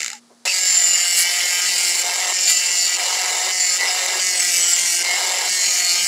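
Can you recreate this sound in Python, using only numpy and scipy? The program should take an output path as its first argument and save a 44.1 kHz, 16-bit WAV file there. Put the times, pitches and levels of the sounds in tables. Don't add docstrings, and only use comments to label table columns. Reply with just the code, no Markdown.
import sys
import numpy as np
from scipy import signal
from scipy.fft import rfft, irfft
from scipy.io import wavfile
from scipy.ndimage import uniform_filter1d

SR = 44100
rng = np.random.default_rng(int(sys.argv[2]) if len(sys.argv) > 2 else 0)


def materialize(psi):
    bounded = np.clip(np.atleast_2d(psi).T, -1, 1)
    quanta = np.round(bounded * 32767).astype(np.int16)
    wavfile.write(sys.argv[1], SR, quanta)


N = 267687
T = np.arange(N) / SR

# start t/s, end t/s, bearing-down t/s, place (0 rim, 1 middle), shaft drag f/Hz,
# then level/dB of motor hum, housing buzz, shaft rattle, rasp and grit
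STROKES = [(.48, 1.243, .36, 0.096, 11.1, -56, -27.5, -42.5, -20.5, -29.5),
           (1.239, 1.61, 0.044, 0.052, 6.36, -57, -24.5, -38, -21.5, -30),
           (1.611, 2.03, .11, 0.046, 10.3, -45.5, -26, -40.5, -20, -28),
           (2.33, 2.971, .12, 0.25, 7.03, -52.5, -28, -41, -21, -33),
           (3.519, 3.782, 0.0397, 0.38, 7.4, -51.5, -28, -41, -20.5, -32),
           (4.199, 5.03, .17, 1, 11, -44.5, -27, -41.5, -20, -29.5),
           (5.489, 6.099, .12, 0.82, 9.3, -45.5, -27, -41.5, -20.5, -30)]
# start t/s, end t/s, first f/Hz, last f/Hz, level/dB
SQUEALS_AND_RINGS = [(0.465, 0.527, 2660, 2690, -22.5), (0.567, 1.099, 7320, 7050, -18),
                     (.84, 1.474, 2800, 3060, -28), (0.846, 1.154, 4790, 4520, -31),
                     (1.065, 1.243, 7480, 8350, -22), (1.622, 2.03, 8100, 8140, -29),
                     (2.285, 2.987, 7220, 7160, -23.5), (2.46, 2.54, 7030, 7140, -17),
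                     (2.466, 2.534, 4480, 4540, -22.5), (2.5, 2.721, 2830, 2720, -30.5),
                     (2.324, 2.98, 2960, 2840, -35), (2.789, 2.903, 4477, 4580, -25.5),
                     (3.549, 3.793, 7190, 7175, -20.5), (3.786, 3.879, 2000, 2024, -22),
                     (4.353, 4.439, 8100, 7900, -21), (4.56, 4.78, 7910, 7514, -19.5),
                     (4.62, 4.926, 7133, 7190, -25.5), (4.754, 5.043, 8740, 8700, -31.5),
                     (5.029, 5.194, 2083, 2100, -25.5), (5.51, 5.8, 4140, 4294, -29),
                     (5.78, 6.03, 4340, 4350, -23.5), (5.58, 5.973, 6670, 6780, -26.5),
                     (5.62, 6.102, 2380, 2350, -31)]
# middle t/s, length t/s, extra grit level/dB
BITES = [(1.202, 0.11, 9.5), (1.998, .05, 1.5), (2.5, 0.062, 9.5), (2.86, 0.083, 0.5), (4.563, .11, 3),
         (4.703, 0.11, 1), (4.985, 0.074, -0.5), (5.835, .15, 1.5)]
# f/Hz, half-width f/Hz, relative level/dB
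HOUSING_MODES = [(1317, 106, -9.5), (1635, 85, -6), (1840, 46, -5.5), (1998, 98, -0.5), (2138, 103, 0),
                 (2282, 144, -2), (2706, 62, -2), (2915, 200, -1.5), (3340, 160, -14), (3638, 183, -8)]
LOOSE_SHAFT_MODES = [(384, 51, -12), (503, 120, -7), (715, 75, 0), (920, 173, -4), (1210, 200, -14)]
FREE_BURR_MODES = [(4090, 94, -4), (4690, 560, -4.5), (5050, 70, -4), (5280, 270, -5), (5860, 580, -5.5),
                   (6500, 110, -6), (7170, 430, -0.5), (7500, 84, 0.5), (7750, 270, -6)]
MEDAL_RIM_MODES = [(4070, 140, -11), (4640, 290, -9), (4780, 580, -11.5), (5360, 320, -6.5),
                   (5900, 340, -17.5), (6740, 380, -9), (7250, 270, -2.5), (7740, 194, -9),
                   (8040, 280, -19)]
MEDAL_MIDDLE_MODES = [(4320, 250, -4.5), (4940, 120, -10), (4720, 260, -4), (5400, 580, -3),
                      (5850, 480, -2), (6890, 560, -0.5), (7300, 140, -8), (7560, 350, -4), (7960, 75, 2.5),
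                      (8460, 250, -6)]
TIP_MODES, TIP_DB = [(13000, 210, 0)], -47.5
# f/Hz, relative level/dB
COAST_SPECTRUM = [(100, -21), (350, -14), (800, -8.5), (1100, -13), (1400, 0), (2800, -4), (3600, -20),
                  (7500, 6), (9000, -7), (11000, -13), (15000, -24)]
ROOM_SPECTRUM = [(60, -16), (150, -8.5), (500, -6.5), (1200, -10), (2800, -18), (4500, -10.5),
                 (7500, -14), (10500, -18), (12500, -33)]
RUB_SPECTRUM = [(150, -12), (450, 4), (1100, -6), (2000, -22), (8000, -40)]
GRIT_SPECTRUM = [(3000, -21), (7500, -13), (8600, -1.5), (9600, -1), (10300, 1.5), (11300, -2),
                 (12000, -5.5), (12800, -10), (13200, -10), (13800, -13), (14800, -11.5), (15400, -5)]

RUN_S = .4525
FREE_HUM_DB, FREE_BUZZ_DB, FREE_RATTLE_DB, FREE_RASP_DB, FREE_GRIT_DB = -63.5, -26.5, -32.5, -22.5, -32
LIGHT_RATTLE_DB, LIGHT_GRIT_DB = -1, -4
BITE_RASP, BITE_BUZZ = .3, .51


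def amp(db):
    return 10 ** (np.asarray(db) / 20)


def unit(x):
    return x / np.sqrt(np.mean(x ** 2) + 1e-20)


def drift(hz):
    return unit(np.interp(T * hz, np.arange(N // 8), rng.standard_normal(N // 8)))


def causal(x, gain, size=4096):
    log_gain = np.log(np.maximum(gain / gain.max(), 1e-5))
    cepstrum = irfft(log_gain)[:size // 2]
    cepstrum[0] = 0
    response = irfft(np.exp(rfft(2 * cepstrum, size)))
    return unit(signal.oaconvolve(x, response)[:N])


def colour(x, spectrum, size=4096):
    hz, db = np.transpose(spectrum)
    log_f = np.log(np.fft.rfftfreq(size, 1 / SR) + 1)
    return causal(x, amp(np.interp(log_f, np.log(hz), db)))


def ring(x, modes, size=4096):
    f = np.fft.rfftfreq(size, 1 / SR)
    power = sum(amp(db) ** 2 / (1 + ((f - hz) / width) ** 2) ** 2 for hz, width, db in modes)
    return causal(x, np.sqrt(power) * f ** 2 / (f ** 2 + 260 ** 2))


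def steady(x, size):
    power = uniform_filter1d(uniform_filter1d(x ** 2, size), size)
    return unit(x / np.sqrt(abs(power) + 1e-3))


def coasting(start_hz=84, stop_s=.198, knock_s=.0013, rebound_db=-13):
    speed = np.clip(1 - T / stop_s, 0, 1)
    turns = np.cumsum(start_hz * speed) / SR - .37
    knocks = np.diff(np.floor(turns), prepend=-1)
    rebounds = amp(rebound_db) * np.diff(np.floor(turns - .5), prepend=-1)
    blows = signal.lfilter([1], [1, -np.exp(-1 / (knock_s * SR))], knocks + rebounds)
    whirr = amp(-32)
    drive = (amp(-12.5) * blows + whirr) * speed ** .65 * rng.standard_normal(N)
    body = amp(-8) * ring(drive, HOUSING_MODES) + amp(-5) * ring(drive, FREE_BURR_MODES)
    body += amp(-6) * colour(drive, COAST_SPECTRUM)
    return np.std(drive) * body


def room_tone():
    hiss = colour(rng.standard_normal(N), ROOM_SPECTRUM)
    hum_db = np.interp(T, [.12, .16, RUN_S, RUN_S + .05], [-61, -54, -56, -72]) + 2 * drift(20)
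    return amp(-57) * hiss + amp(hum_db) * np.sin(2 * np.pi * 238 * T)


def faint_call():
    arch = np.exp(-((T - .143) / .027) ** 2)
    call_hz = 760 + 110 * arch + 20 * drift(122)
    return amp(-40.5) * arch * np.sin(2 * np.pi * np.cumsum(call_hz) / SR)


def grip_rub():
    swell = np.exp(-((T - .318) / .018) ** 2)
    return amp(-52) * swell * colour(rng.standard_normal(N), RUB_SPECTRUM)


def shaft_turns(drag_hz, free_hz=185.27, inertia_s=.17):
    keep = np.exp(-1 / (inertia_s * SR))
    speed_hz = free_hz - signal.lfilter([1 - keep], [1, -keep], drag_hz)
    return np.cumsum(speed_hz * (1 + .003 * drift(70))) / SR


def motor_hum(turns, down, load_db):
    once = amp(-15 + 5.2 * drift(22.18)) * np.sin(2 * np.pi * turns)
    twice = amp(-3 + 2.6 * drift(16)) * np.sin(4 * np.pi * turns)
    fourfold = amp(-44 + 2 * drift(30)) * np.sin(8 * np.pi * turns)
    return amp(load_db + 1.8 * drift(50)) * (once + twice) + (1 - .5 * down) * fourfold


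def contacts(turns, rough, bunch, wear_hz, scatter_db, spots):
    strikes = np.zeros(N)
    whole_turns = np.arange(np.ceil(turns[-1]))
    near = np.arange(-6, 8)
    for angle in (np.arange(spots) + rng.random(spots)) / spots:
        at = np.interp(whole_turns + angle, turns, np.arange(N))
        at = at[(at > len(near)) & (at < N - len(near))]
        force = drift(wear_hz)[at.astype(int)]
        taps = at.astype(int)[:, None] + near
        np.add.at(strikes, taps, force[:, None] * np.sinc(taps - at[:, None]))
    drive = np.sqrt(1 - rough) * unit(strikes) + np.sqrt(rough) * rng.standard_normal(N)
    heavy_side = np.exp(bunch * np.cos(2 * np.pi * turns))
    per_turn = np.interp(turns, np.arange(N // 64), rng.standard_normal(N // 64))
    return unit(drive * heavy_side * amp(scatter_db * per_turn))


def grip_flutter(x, db, size=256):
    frames = dict(nperseg=size, noverlap=3 * size // 4)
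    spectra = signal.stft(x, **frames)[2]
    bands = uniform_filter1d(rng.standard_normal(spectra.shape), size=5, axis=0)
    patches = unit(uniform_filter1d(bands, size=14, axis=1))
    return signal.istft(spectra * unit(amp(db * patches)), **frames)[1][:N]


def finger_bounce(turns):
    sway = np.sin(2 * np.pi * .24 * turns + .6 * drift(5))
    return amp(.9 * sway + .3 * drift(70))


def squeals_and_rings(turns, slip_cycles=.091, scatter_db=2.3):
    out = np.zeros(N)
    turn = turns.astype(int)
    since_turn = T - np.interp(turn, turns, T)
    for start, end, first_hz, last_hz, db in SQUEALS_AND_RINGS:
        progress = np.clip((T - start) / (end - start), 0, 1)
        swell = np.sqrt(np.clip(np.sin(np.pi * progress), 0, 1))
        hz = np.interp(T, [start, end], [first_hz, last_hz])
        slip, strength = rng.standard_normal((2, N // 64))[:, turn]
        burst = abs(np.sin(np.pi * turns)) ** .42 * amp(scatter_db * strength)
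        tone = np.sin(2 * np.pi * (hz * since_turn + slip_cycles * slip))
        out += amp(db) * swell * unit(burst * tone)
    return out


def touch(ramp_s=.006):
    start, end, bear_s = np.transpose(STROKES)[:3, :, None]
    on = np.clip(np.minimum(T - start, end - T) / ramp_s + .5, 0, 1)
    on = on / np.maximum(on.sum(0), 1)
    return on, on * np.clip((T - start) / bear_s, 0, 1)


def medal_ring(cutting, place):
    rim, middle = ring(cutting, MEDAL_RIM_MODES), ring(cutting, MEDAL_MIDDLE_MODES)
    return np.sqrt(1 - place) * rim + np.sqrt(place) * middle


def lift_off(down, swing_s=.014, dip_db=-4.5):
    just_lifted = np.clip(np.interp(T - swing_s, T, down) - down, 0, 1)
    return amp(dip_db * just_lifted)


def engraver():
    on, pressure = touch()
    places, drags, hums, buzzes, rattles, rasps, grits = np.transpose(STROKES)[3:]
    down = np.clip(on.sum(0), 0, 1)
    free, light = 1 - down, down - pressure.sum(0)
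    pressed, lifted = np.sqrt(down), np.sqrt(free)
    turns = shaft_turns(drags @ pressure)
    bite_db = sum(db * np.exp(-(2 * (T - s) / length) ** 2) for s, length, db in BITES)
    tremor = .6 * down * drift(24)
    buzz_db = buzzes @ on + FREE_BUZZ_DB * free + BITE_BUZZ * bite_db + .31 * down * drift(16)
    rattle_db = rattles @ on + FREE_RATTLE_DB * free + LIGHT_RATTLE_DB * light
    rattle_db += .55 * drift(18) - 2 * tremor
    rasp_db = rasps @ on + FREE_RASP_DB * free + BITE_RASP * bite_db + tremor
    grit_db = grits @ on + FREE_GRIT_DB * free + LIGHT_GRIT_DB * light + bite_db + 2 * tremor
    bearing = contacts(turns + .5, rough=.27, bunch=.34, wear_hz=11, scatter_db=.95, spots=32)
    cutting = contacts(turns + .5, rough=.46, bunch=.27, wear_hz=11, scatter_db=1.5, spots=44)
    idling = contacts(turns + .5, rough=.57, bunch=.25, wear_hz=20, scatter_db=1.3, spots=28)
    knocking = contacts(turns + .5, rough=.71, bunch=.22, wear_hz=29.59, scatter_db=1.5, spots=14)
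    buzz = amp(buzz_db) * steady(ring(pressed * bearing + lifted * idling, HOUSING_MODES), size=1200)
    shaft_blows = pressed * cutting + (lifted + .5 * pressed) * knocking
    rattle = amp(rattle_db) * steady(ring(shaft_blows, LOOSE_SHAFT_MODES), size=1200)
    medal = medal_ring(cutting, place=np.clip(places @ on, 0, 1))
    rasp = amp(rasp_db) * steady(pressed * medal + lifted * ring(idling, FREE_BURR_MODES), size=900)
    dust = pressed * cutting + lifted * idling + .5 * rng.standard_normal(N)
    grit = amp(grit_db) * steady(colour(dust, GRIT_SPECTRUM), size=900)
    tip = amp(TIP_DB) * pressed * ring(dust, TIP_MODES)
    bounce = finger_bounce(turns)
    grinding = grip_flutter(buzz + rattle + rasp + grit + tip + squeals_and_rings(turns), db=1.35)
    hum = motor_hum(turns, down, load_db=hums @ on + FREE_HUM_DB * free)
    running = np.clip((T - RUN_S) / .00032, 0, 1)
    return running * (bounce * lift_off(down) * grinding + hum)


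def scene():
    return (engraver() + coasting() + faint_call() + grip_rub() + room_tone())[None]


def record(dry, low_cut_hz=140, top_hz=15600):
    rounded = .82 * np.tanh(dry / .79)
    thin = signal.sosfilt(signal.butter(4, low_cut_hz, "high", fs=SR, output="sos"), rounded)
    lowpass = signal.firwin(511, top_hz, window=("kaiser", 9), fs=SR)
    return signal.oaconvolve(thin, lowpass[None], "same")


dry = scene()
out = record(dry)
materialize(out)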